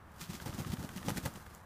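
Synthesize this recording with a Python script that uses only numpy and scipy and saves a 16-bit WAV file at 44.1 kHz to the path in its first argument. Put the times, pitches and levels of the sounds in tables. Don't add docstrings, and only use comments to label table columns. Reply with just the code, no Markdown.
import sys
import numpy as np
from scipy import signal
from scipy.fft import rfft, irfft, next_fast_len
from scipy.io import wavfile
from scipy.ndimage import map_coordinates

SR = 44100
rng = np.random.default_rng(int(sys.argv[2]) if len(sys.argv) > 2 else 0)


def wrap_up_sound(samples):
    columns = np.atleast_2d(samples).T
    tamed = np.clip(columns, -1, 1)
    steps = np.round(tamed * 32767).astype(np.int16)
    wavfile.write(sys.argv[1], SR, steps)


N = 72765

# (frequency [Hz], relative level [dB])
HUSH_SPECTRUM = [(100, 6), (185, -6), (330, -3.5), (700, 1.5), (1150, 4), (1700, -3), (2700, -13.5),
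                 (6000, -28), (15000, -38)]
RUMBLE_SPECTRUM = [(20, -3), (48, -27), (68, -1), (105, -9), (180, -9), (280, -20.5), (800, -47)]
SPRAY_SPECTRUM = [(200, 13.5), (500, 8.5), (1400, 9.5), (2400, -2), (10000, -4), (15000, -6.5)]
DROP_SPECTRUM = [(1500, -18), (4000, -21), (7000, 7), (10000, -4.5), (15000, 1)]
AIR_SPECTRUM = [(20, -9.5), (90, -6), (180, -0.5), (270, -5), (400, -16), (900, -43)]
FEATHER_SPECTRUM = [(300, -18.5), (1200, 2), (3500, 1), (6500, 0), (9500, -4), (15000, -6)]
VANE_SPECTRUM = [(120, -16.5), (250, 2.5), (350, 8), (440, -3.5), (560, -0.5), (950, -5.5), (5000, -30.5)]
WHIP_SPECTRUM = [(4000, -13), (9000, 2), (15000, -6)]
SLAP_SPECTRUM = [(150, -2), (600, 5), (1800, 8.5), (3000, 2), (9000, -0.5), (15000, -9)]
# (time [s], level [dB])
SPRAY_LEVELS = [(0, -84), (.10, -70.5), (.185, -55), (.27, -71), (.42, -56), (1.3, -55.5), (1.39, -53),
                (1.48, -61.5), (1.55, -56), (1.62, -67.5)]
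# (time [s], level [dB])
DROPS = [(.119, -45), (.5465, -31), (1.2295, -35), (1.3395, -31.5), (1.5495, -28.5), (1.558, -47)]
# (time [s], level [dB], frequency [Hz])
PUFFS = [(0.298, -33.5, 141), (0.35, -41, 280), (0.423, -40, 163), (0.464, -37, 138), (.472, -40, 147),
         (0.496, -36.5, 117), (0.5878, -31.5, 242), (.604, -36.5, 104), (.618, -35, 182), (.668, -33, 130),
         (0.703, -32.5, 97), (.734, -30.5, 178), (0.739, -33, 175), (0.789, -33.5, 113), (0.804, -36, 159),
         (.847, -32.5, 180), (.964, -37, 151), (1.082, -29.5, 188), (1.121, -31.5, 153),
         (1.1833, -32.5, 171), (1.239, -38.5, 104), (1.2639, -34, 128), (1.476, -45.5, 76)]
# (time [s], level [dB], frequency [Hz])
FLICKS = [(.4005, -32.5, 1620), (0.5277, -35.5, 1400), (0.648, -31, 1380), (0.7706, -34, 1580),
          (0.893, -36, 1560), (.9800, -31.5, 2780), (1.0288, -32.5, 1650), (1.0845, -27.5, 2800),
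          (1.3572, -37, 3000), (1.4650, -39.5, 1600)]
# (peak time [s], swish level [dB], churned air level [dB])
UPSTROKES = [(0.306, -49, -49), (0.419, -50.5, -56.5), (0.547, -52.5, -43), (0.672, -51.5, -40.5),
             (0.796, -54.5, -43), (0.9, -63, -50.5), (1.06, -49.5, -40.5), (1.153, -54.5, -42.5),
             (1.24, -51.5, -44.5), (1.36, -59, -49.5)]
# (peak time [s], swish level [dB], vane flutter level [dB], churned air level [dB],
# rise time [s], fall time [s])
DOWNSTROKES = [(.216, -44, -57, -48.5, 0.025, 0.067), (.344, -46.5, -53.5, -48.5, 0.047, .061),
               (0.463, -47, -43, -48.5, 0.0093, 0.08), (.594, -45, -43, -45, 0.027, 0.051),
               (0.734, -47.5, -47, -44.5, 0.067, .03), (0.846, -53.5, -48, -49.5, 0.089, 0.038),
               (0.973, -51.5, -55.5, -46, 0.074, .072), (1.098, -41.5, -39, -37.5, 0.032, 0.036),
               (1.176, -41.5, -41, -41, 0.024, 0.032), (1.257, -43, -39, -36, 0.0084, 0.039)]
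# (time [s], level [dB])
CLAPS = [(0.4605, -41), (0.587, -52), (1.084, -30.5), (1.096, -42), (1.104, -38.5), (1.259, -36)]
# (frequency [Hz], relative level [dB], 60 dB decay time [s])
CAVITY_MODES = [(234, -3, 0.054), (510, -1, 0.035), (827, -4.5, 0.025), (1260, -12.5, 0.082),
                (2910, -8, 0.02)]
# (time [s], level [dB])
WHIPS = [(1.0947, -28), (1.1735, -30.5), (1.1798, -31), (1.1835, -36), (1.2588, -29)]
# (time [s], level [dB])
SLAPS = [(.2115, -38), (.2170, -31), (.4597, -30.5), (.5395, -33.5), (.722, -33), (.737, -32), (.891, -30),
         (.9618, -33.5), (1.0842, -24), (1.1045, -26.5), (1.1718, -25), (1.254, -27), (1.2585, -28.5),
         (1.2615, -22)]

TIME = np.arange(N) / SR


def amp(db):
    return 10 ** (np.asarray(db) / 20)


def unit(x):
    return x / np.sqrt(np.mean(x ** 2) + 1e-20)


def decay(t, t60):
    return np.exp(-np.log(1000) * t / t60)


def highpass(x, hz):
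    return signal.sosfilt(signal.butter(2, hz, "highpass", fs=SR, output="sos"), x)


def colour(x, spectrum):
    size = 2 * next_fast_len(N)
    hz, db = np.transpose(spectrum)
    log_hz = np.log(np.fft.rfftfreq(size, 1 / SR) + 1)
    magnitude = amp(np.interp(log_hz, np.log(hz), db))
    cepstrum = irfft(np.log(magnitude))
    cepstrum[1:size // 2] *= 2
    cepstrum[size // 2 + 1:] = 0
    response = np.exp(rfft(cepstrum))
    response /= np.sqrt(np.mean(abs(response) ** 2))
    return irfft(rfft(x, size) * response)[:N]


def noise(spectrum):
    return unit(colour(rng.standard_normal(N), spectrum))


def grains(spectrum, per_s, spread_db, hiss):
    sizes = amp(spread_db * np.clip(rng.standard_normal(N), -2, 2))
    clicks = (rng.random(N) < per_s / SR) * sizes * rng.choice([-1, 1], N)
    return unit(colour(unit(clicks) + hiss * rng.standard_normal(N), spectrum))


def wobble(knots_per_s):
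    return map_coordinates(rng.standard_normal(N // 8), [TIME * knots_per_s], mode="mirror")


def swell(peak_s, rise_s, fall_s, roundness=1.045):
    t = TIME - peak_s
    distance = np.maximum(-t / rise_s, t / fall_s)
    return 10 ** -np.minimum(distance ** roundness, 10)


def bursts(events, t60_s):
    envelope = np.zeros(N)
    for onset, db in events:
        t = TIME - onset
        envelope += (t >= 0) * amp(db) * decay(abs(t), t60_s)
    return envelope * rng.uniform(-1, 1, N)


def impacts(events, t60_s, splutter):
    out = splutter * bursts(events, t60_s)
    for onset, db in events:
        out[round(onset * SR)] += amp(db)
    return out


def outdoors():
    return amp(-59) * noise(HUSH_SPECTRUM) + amp(-57) * noise(RUMBLE_SPECTRUM)


def deck(x, t60_s=0.13):
    t = TIME[:SR // 2]
    tail = rng.standard_normal(len(t)) * decay(t, t60_s)
    return signal.fftconvolve(x, tail / np.linalg.norm(tail))[:N]


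def water():
    spray_db = np.interp(TIME, *np.transpose(SPRAY_LEVELS)) + 1.7 * wobble(knots_per_s=70.04)
    patter = grains(SPRAY_SPECTRUM, per_s=1200, spread_db=4, hiss=0.99)
    drops = colour(impacts(DROPS, t60_s=0.0017, splutter=0.19), DROP_SPECTRUM)
    return amp(spray_db) * patter + drops


def air_puffs(width_cycles=0.42):
    out = np.zeros(N)
    for centre, db, hz in PUFFS:
        cycles = (TIME - centre) * hz
        window = np.exp(-0.5 * (cycles / width_cycles) ** 2)
        out -= amp(db) * np.cos(2 * np.pi * cycles) * window
    return out


def quill_flicks(gap_cycles=2.74, t60_cycles=5, overtone_ratio=1.97):
    out = np.zeros(N)
    for onset, db, hz in FLICKS:
        for tick, slip in enumerate(rng.standard_normal(2)):
            delay_cycles = tick * gap_cycles * (1 + 0.13 * slip)
            cycles = np.maximum((TIME - onset) * hz - delay_cycles, 0)
            phase = 2 * np.pi * cycles
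            ring = np.sin(phase) + amp(-10) * np.sin(overtone_ratio * phase)
            out += amp(db) * ring * decay(cycles, t60_cycles)
    return highpass(out, hz=880)


def upstrokes(rise_s=0.03, fall_s=0.053):
    swish, churn = np.zeros((2, N))
    for peak_s, swish_db, air_db in UPSTROKES:
        stroke = swell(peak_s, rise_s, fall_s)
        swish += amp(swish_db) * stroke
        churn += amp(air_db) * stroke
    rasp = grains(FEATHER_SPECTRUM, per_s=3000, spread_db=4, hiss=0.98)
    rustle = rasp + amp(-5) * noise(VANE_SPECTRUM)
    return swish * rustle + churn * noise(AIR_SPECTRUM)


def downstrokes(near_from_s=1.03):
    far, near, flutter, churn = np.zeros((4, N))
    for peak_s, swish_db, flutter_db, air_db, rise_s, fall_s in DOWNSTROKES:
        stroke = swell(peak_s, rise_s, fall_s)
        far += amp(swish_db) * stroke * (peak_s < near_from_s)
        near += amp(swish_db) * stroke * (peak_s >= near_from_s)
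        flutter += amp(flutter_db) * stroke
        churn += amp(air_db) * stroke
    rasp = far * grains(FEATHER_SPECTRUM, per_s=3800, spread_db=8.5, hiss=1)
    rasp += near * grains(FEATHER_SPECTRUM, per_s=3500, spread_db=6.5, hiss=1)
    ripple = amp(1.88 * wobble(knots_per_s=300))
    return ripple * (rasp + flutter * noise(VANE_SPECTRUM)) + churn * noise(AIR_SPECTRUM)


def wing_claps():
    out = np.zeros(N + SR)
    t = TIME[:SR // 10]
    for onset, db in CLAPS:
        start = round(onset * SR)
        for hz, mode_db, t60_s in CAVITY_MODES:
            detune, strength = rng.standard_normal(2)
            ring = np.sin(2 * np.pi * hz * (1 + 0.042 * detune) * t) * decay(t, t60_s)
            out[start:start + len(t)] += amp(db + mode_db + 1.3 * strength) * ring
    return out[:N]


def wing_slaps():
    cracks = colour(impacts(SLAPS, t60_s=0.005, splutter=0.73), SLAP_SPECTRUM)
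    whips = colour(bursts(WHIPS, t60_s=0.0061), WHIP_SPECTRUM)
    return cracks + whips


def scene():
    wings = downstrokes() + upstrokes() + air_puffs() + wing_claps() + quill_flicks() + wing_slaps()
    direct = wings + water()
    return (direct + amp(-12.5) * deck(direct) + outdoors())[None]


def record(dry, low_hz=25, top_hz=15350):
    size = 2 * next_fast_len(N)
    spectrum = rfft(highpass(dry, low_hz), size)
    passband = np.fft.rfftfreq(size, 1 / SR) < top_hz
    return irfft(spectrum * passband, size)[:, :N]


dry = scene()
out = record(dry)
wrap_up_sound(out)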